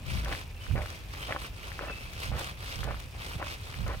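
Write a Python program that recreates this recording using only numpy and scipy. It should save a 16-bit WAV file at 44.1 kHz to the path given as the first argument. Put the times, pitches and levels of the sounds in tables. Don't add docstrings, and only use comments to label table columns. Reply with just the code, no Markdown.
import sys
import numpy as np
from scipy import signal
from scipy.fft import rfft, irfft
from scipy.io import wavfile
from scipy.ndimage import uniform_filter1d

SR = 44100
rng = np.random.default_rng(int(sys.argv[2]) if len(sys.argv) > 2 else 0)


def store_wav(level_fs):
    pcm = np.round(np.clip(np.atleast_2d(level_fs), -1, 1) * 32767)
    wavfile.write(sys.argv[1], SR, pcm.T.astype(np.int16))


N = 176400
TIME_S = np.arange(N) / SR
BIN_HZ = np.fft.rfftfreq(N, 1 / SR)
FOOT_LAG_MS = -0.11

# freq_hz, density_db
LEAF_SPECTRUM = [(150, -35), (250, -8), (490, -7), (603, -7), (1590, -13), (2020, -24), (2440, -3),
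                 (3330, -19), (3760, -21.5), (4240, -23), (4630, -22.5), (7380, -28.5), (9560, -45),
                 (11200, -32), (15500, -26.5)]
# freq_hz, coherence
LEAF_COHERENCE = [(100, 0.27), (600, 0.81), (1500, 0.1), (4000, 0.05), (15000, 0.033)]
# start_s, length_s, pitch_hz, level_db
WHISTLES = [(.55, 0.09, 2650, -53.5), (0.604, 0.079, 2983, -46.5), (0.694, 0.076, 2410, -49),
            (1.182, 0.1, 3080, -45.5), (1.318, 0.041, 3230, -51), (1.869, 0.074, 2643, -43)]
# freq_hz, density_db
RUMBLE_SPECTRUM = [(10, -23), (30, -10), (46, -3), (56, 1), (66, -4.5), (80, -1.5), (105, -5.5), (160, -15),
                   (260, -26), (600, -37), (2000, -92)]
# centre_s, half_width_s, left_db, right_db, flutter_relative_db
GUSTS = [(0.128, 0.045, -34, -57, 1), (.24, 0.08, -32, -32, -24), (0.727, 0.028, -36, -22.5, -15),
         (.80, 0.038, -37, -31.5, -8.5), (2.325, 0.049, -37.5, -30, -4.5), (2.859, 0.07, -45, -32, -5),
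         (2.98, 0.028, -43, -45, -34), (3.364, 0.0072, -37, -32, -0.5), (3.829, 0.046, -63, -37, 3.5),
         (3.90, 0.074, -35, -33, -40)]
# freq_hz, density_db
GUST_SPECTRUM = [(10, -42), (30, -9.5), (55, -2), (90, -7), (140, -22.5), (250, -29), (800, -65)]
# freq_hz, density_db
FLUTTER_SPECTRUM = [(30, -19), (90, 2.5), (135, 6.5), (200, -5.5), (290, -19), (800, -64.5)]
# centre_s, half_width_s, level_db
SWINGS = [(.15, 0.069, -40), (.35, 0.063, -40.5), (.67, 0.057, -47.5), (.90, 0.1, -46),
          (1.238, 0.092, -41.5), (1.432, 0.042, -40.5), (1.69, 0.11, -46), (2.04, 0.24, -47.5),
          (2.241, 0.049, -38), (2.44, 0.061, -38), (2.718, 0.1, -41), (2.969, 0.083, -48.5),
          (3.282, 0.089, -42.5), (3.501, 0.046, -38.5), (3.72, 0.12, -46), (3.94, 0.087, -49.5)]
# freq_hz, density_db
RUSTLE_SPECTRUM = [(150, -24), (250, 0), (420, 0.5), (525, 1.5), (897, 0), (1010, 1.5), (1200, 3),
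                   (1730, 1), (1950, 1.5), (2400, 3), (3160, 1), (4960, -4), (6210, -9), (7000, -14),
                   (8620, -9), (9890, -17.5), (11600, -10), (13700, -22.5), (15500, -15.5)]
# freq_hz, coherence
RUSTLE_COHERENCE = [(200, 1), (1000, 0.24), (1700, 0.87), (3300, 0.62), (5000, 0.2), (15000, 0.14)]
# start_s, peak_db, left_minus_right_db
TICKS = [(.247, -29, 11), (0.326, -33, 6), (.861, -30, 1), (0.903, -28.5, -2), (2.842, -28, 8),
         (3.001, -32, 0), (2.135, -30.5, 8), (2.394, -26, -6), (2.444, -29, -5), (2.644, -33.5, -11),
         (2.758, -27.5, 5), (2.837, -31.5, 6), (3.265, -30, -1), (3.524, -47, -4), (3.88, -32.5, 16)]
# freq_hz, density_db
TICK_SPECTRUM = [(200, -20), (1500, 1), (3500, 3.5), (6000, 0), (10000, -6), (15000, -10)]
# start_s, knock_peak_db, ring_hz, left_minus_right_db
STONES = [(.175, -28, 2460, -3), (0.259, -25, 1610, -2), (0.283, -28.5, 1060, 4), (.326, -21, 1920, 3),
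          (0.35, -24.5, 2000, 4), (0.666, -33.5, 1460, -3), (.712, -33, 1500, -6), (0.754, -25.5, 560, 1),
          (.767, -37, 1100, 3), (0.796, -36, 1100, 0), (0.82, -29, 2050, 8), (0.859, -27.5, 1500, 1),
          (1.150, -31, 2200, -4), (1.308, -26, 670, 2), (1.324, -16.5, 1940, 0), (1.349, -27.5, 730, 1),
          (1.363, -20, 1230, 1), (1.446, -33, 1290, -9), (1.718, -30, 1860, 12), (1.792, -21.5, 1470, 4),
          (1.834, -31, 690, 2), (1.898, -25.5, 1390, 2), (2.317, -28, 730, 1), (2.383, -30, 1010, -1),
          (2.412, -25.5, 1030, -3), (2.832, -26, 1490, 2), (2.876, -25.5, 695, 0), (2.909, -24.5, 1160, 2),
          (2.913, -30.5, 696, 6), (2.944, -27.5, 1310, 0), (3.0, -38, 2540, 0), (3.15, -37, 700, -1),
          (3.315, -30, 1010, -1), (3.417, -27.5, 930, 3), (3.427, -20.5, 1510, 0), (3.468, -28.5, 1130, -7),
          (3.742, -30, 2080, 5), (3.880, -44, 700, 0), (3.908, -27, 970, 2), (3.926, -36, 1290, 0)]
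# freq_hz, density_db
GRAVEL_SPECTRUM = [(60, -1), (200, -12.5), (380, 0), (480, 0.5), (600, 4.5), (760, 1.5), (900, -2.5),
                   (1400, -1), (2000, -6.5), (3000, -16.5), (5000, -23.5), (15000, -69)]
# freq_hz, density_db
CHIP_SPECTRUM = [(100, 3), (600, 3.5), (1300, -2), (1900, -6.5), (2500, 0.5), (3300, -10.5), (5000, -16),
                 (8000, -68), (15000, -31)]
# start_s, length_s, gravel_db, chip_db, heel_to_toe_db
STEPS = [(0.228, 0.11, -44, -48.5, 6.5), (0.753, 0.075, -38.5, -54, -0.5), (1.282, 0.085, -40, -47.5, -5.5),
         (1.797, 0.11, -43, -44.5, -0.5), (2.316, 0.1, -41.5, -45.5, 1), (2.822, 0.1, -43, -49, 3),
         (3.38, 0.066, -43.5, -48, 0.5), (3.859, 0.085, -39.5, -66, -6.5)]


def amp(db):
    return 10 ** (np.asarray(db) / 20)


def unit_rms(x):
    return x / np.sqrt(np.mean(x ** 2) + 1e-20)


def lookup(table, hz):
    freq_hz, value = np.transpose(table)
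    return np.interp(np.log(hz + 1), np.log(freq_hz + 1), value)


def add(mix, start_s, sound):
    part = mix[:, max(round(start_s * SR), 0):][:, :sound.shape[1]]
    part += sound[:, :part.shape[1]]


def colour(x, spectrum):
    gain_db = np.maximum(lookup(spectrum, abs(np.fft.fftfreq(8192, 1 / SR))), -100)
    response = np.exp(np.conj(signal.hilbert(np.log(amp(gain_db)))))
    taps = np.fft.ifft(response).real[:4096]
    return signal.fftconvolve(x, taps[None] / np.linalg.norm(taps), axes=1)[:, :x.shape[1]]


def noise(spectrum, samples=N):
    return colour(rng.standard_normal((2, samples)), spectrum)


def stereo(pair, coherence, left_lag_ms=0):
    a, b = rfft(pair)
    if np.ndim(coherence):
        coherence = lookup(coherence, BIN_HZ)
    angle = np.arcsin(np.clip(coherence, 0, 1)) / 2
    left = a * np.cos(angle) + b * np.sin(angle)
    right = a * np.sin(angle) + b * np.cos(angle)
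    delay = np.exp(-2j * np.pi * BIN_HZ * left_lag_ms / 1000)
    return irfft(np.array([left * delay, right]), N)


def pan(balance_db):
    return amp([[balance_db / 2], [-balance_db / 2]])


def drift(rate_hz):
    return unit_rms(irfft(rfft(rng.standard_normal(N)) * np.exp(-(BIN_HZ / rate_hz) ** 2), N))


def grains(per_s, spread_db):
    size = amp(spread_db * np.minimum(rng.exponential(1, (2, N)), 4))
    return unit_rms(size * rng.choice([-1, 1], (2, N)) * (rng.random((2, N)) < per_s / SR))


def swell(centre_s, half_width_s):
    return np.exp(-.5 * abs((TIME_S - centre_s) / half_width_s) ** 2.62)


def steady(x, span_s=0.0377):
    power = uniform_filter1d(x ** 2, int(span_s * SR), axis=1)
    return x / np.sqrt(abs(power) + 1e-9)


def echoes(x, t60_s, per_s=2000):
    taps = rng.standard_normal((2, SR)) * (rng.random((2, SR)) < per_s / SR)
    taps *= amp(-60 * TIME_S[:SR] / t60_s)
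    return signal.fftconvolve(x, taps / np.linalg.norm(taps, axis=1, keepdims=True), axes=1)[:, :N]


def leaves(level_db=-54.5, waver_db=0.27):
    hiss = noise(LEAF_SPECTRUM) * amp(waver_db * drift(rate_hz=12))
    return amp(level_db) * stereo(hiss, LEAF_COHERENCE)


def bird(slide_ratio=-0.015, waver_ratio=.012, blur_ratio=.025):
    out = np.zeros((2, N))
    for start_s, length_s, pitch_hz, level_db in WHISTLES:
        progress = np.clip((TIME_S - start_s) / length_s, 0, 1)
        bend = slide_ratio * (progress - .5) + waver_ratio * drift(rate_hz=66)
        envelope = np.sqrt(abs(np.sin(np.pi * progress)))
        tone = np.sin(2 * np.pi * np.cumsum(pitch_hz * (1 + bend)) / SR)
        out += amp(level_db) * envelope * tone * drift(rate_hz=blur_ratio * pitch_hz)
    return .8 * out + echoes(out, t60_s=0.93)


def air(rumble_db=-42.5):
    body = steady(stereo(noise(GUST_SPECTRUM), coherence=.86))
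    flutter = steady(stereo(noise(FLUTTER_SPECTRUM), coherence=.6))
    gusts = np.zeros((2, N))
    for centre_s, half_width_s, left_db, right_db, flutter_db in GUSTS:
        envelope = swell(centre_s, half_width_s) * amp([[left_db], [right_db]])
        gusts += envelope * (body + amp(flutter_db) * flutter)
    rumble = steady(noise(RUMBLE_SPECTRUM), span_s=.15)
    return gusts + amp(rumble_db) * stereo(rumble, coherence=.9)


def rustle(clump_db=1.95, flicker_db=1.3, brightening_db=3.5,
           edges_hz=(900, 2000, 3200, 4800, 7500, 11000)):
    envelope = np.sqrt(sum((amp(level_db) * swell(centre_s, half_width_s)) ** 2
                           for centre_s, half_width_s, level_db in SWINGS))
    strength = envelope / envelope.max()
    friction = grains(per_s=9000, spread_db=3.5) * unit_rms(amp(clump_db * drift(rate_hz=150)))
    bins, band_of_bin = rfft(friction), np.digitize(BIN_HZ, edges_hz)
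    out = np.zeros((2, N))
    for band in range(len(edges_hz) + 1):
        tilt_db = brightening_db * (band / len(edges_hz) - .5) * (strength - .5)
        flicker = unit_rms(amp(flicker_db * drift(rate_hz=38)))
        out += irfft(bins * (band_of_bin == band), N) * flicker * amp(tilt_db)
    return stereo(colour(out * envelope, RUSTLE_SPECTRUM), RUSTLE_COHERENCE, left_lag_ms=0.3005)


def grit(tick_decay_s=0.0015, scatter_db=-56, rings_hz=(2200, 3670, 5100, 8600, 12000),
         bandwidth_ratio=0.31):
    ticks, t = np.zeros((2, N)), TIME_S[:600]
    for start_s, peak_db, balance_db in TICKS:
        tick = colour(rng.standard_normal((2, len(t))) * np.exp(-t / tick_decay_s), TICK_SPECTRUM)
        add(ticks, start_s, amp(peak_db) * pan(balance_db) * tick / abs(tick).max())
    scatter = np.zeros((2, N))
    for hz in rings_hz:
        ring = np.sin(2 * np.pi * hz * t) * np.exp(-np.pi * bandwidth_ratio * hz * t)
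        scatter += signal.oaconvolve(grains(per_s=260, spread_db=3.5), ring[None])[:, :N]
    return ticks + amp(scatter_db) * stereo(unit_rms(scatter), coherence=0.53)


def stones(rise_s=.00015, decay_cycles=.8, settle_gain=0.058, settle_s=.005):
    out, t = np.zeros((2, N)), TIME_S[:1500]
    for start_s, peak_db, ring_hz, balance_db in STONES:
        envelope = np.exp(-t * ring_hz / decay_cycles) * (1 - np.exp(-t / rise_s))
        knock = np.sin(2 * np.pi * ring_hz * t) * envelope
        settle = noise(CHIP_SPECTRUM, len(t)) * np.exp(-t / settle_s)
        snap = knock / abs(knock).max() + settle_gain * settle
        add(out, start_s, amp(peak_db) * pan(balance_db) * snap)
    delayed_right = np.interp(TIME_S + FOOT_LAG_MS / 1000, TIME_S, out[1])
    return np.array([out[0], delayed_right])


def crunch(attack_s=.010, release_s=0.012, chip_tilt_db=-6.5, clump_db=3.5, per_s=2200, spread_db=2.8):
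    gravel_gain, chip_gain = np.zeros((2, N))
    for start_s, length_s, gravel_db, chip_db, heel_to_toe_db in STEPS:
        t = TIME_S - start_s
        roll = np.clip(t / length_s, 0, 1) - .5
        pressure = np.clip(t / attack_s, 0, 1) * np.exp(-np.maximum(t - length_s, 0) / release_s)
        pressure *= amp(heel_to_toe_db * roll)
        gravel_gain += amp(gravel_db) * pressure
        chip_gain += amp(chip_db + chip_tilt_db * roll) * pressure
    clumps = unit_rms(amp(clump_db * np.clip(drift(rate_hz=190), -2, 1.5)))
    gravel = colour(grains(per_s, spread_db) * clumps * gravel_gain, GRAVEL_SPECTRUM)
    chips = colour(grains(per_s, spread_db) * clumps * chip_gain, CHIP_SPECTRUM)
    return (stereo(gravel, coherence=1.0, left_lag_ms=FOOT_LAG_MS)
            + stereo(chips, coherence=0.61, left_lag_ms=FOOT_LAG_MS))


def scene():
    feet = crunch() + stones() + grit()
    ground_echo = amp(-8.5) * echoes(feet, t60_s=0.04)
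    return feet + ground_echo + rustle() + air() + leaves() + bird()


def record(dry):
    taps = signal.firwin(511, 15900, window=("kaiser", 9), fs=SR)
    return signal.oaconvolve(dry, taps[None], "same")


dry = scene()
out = record(dry)
store_wav(out)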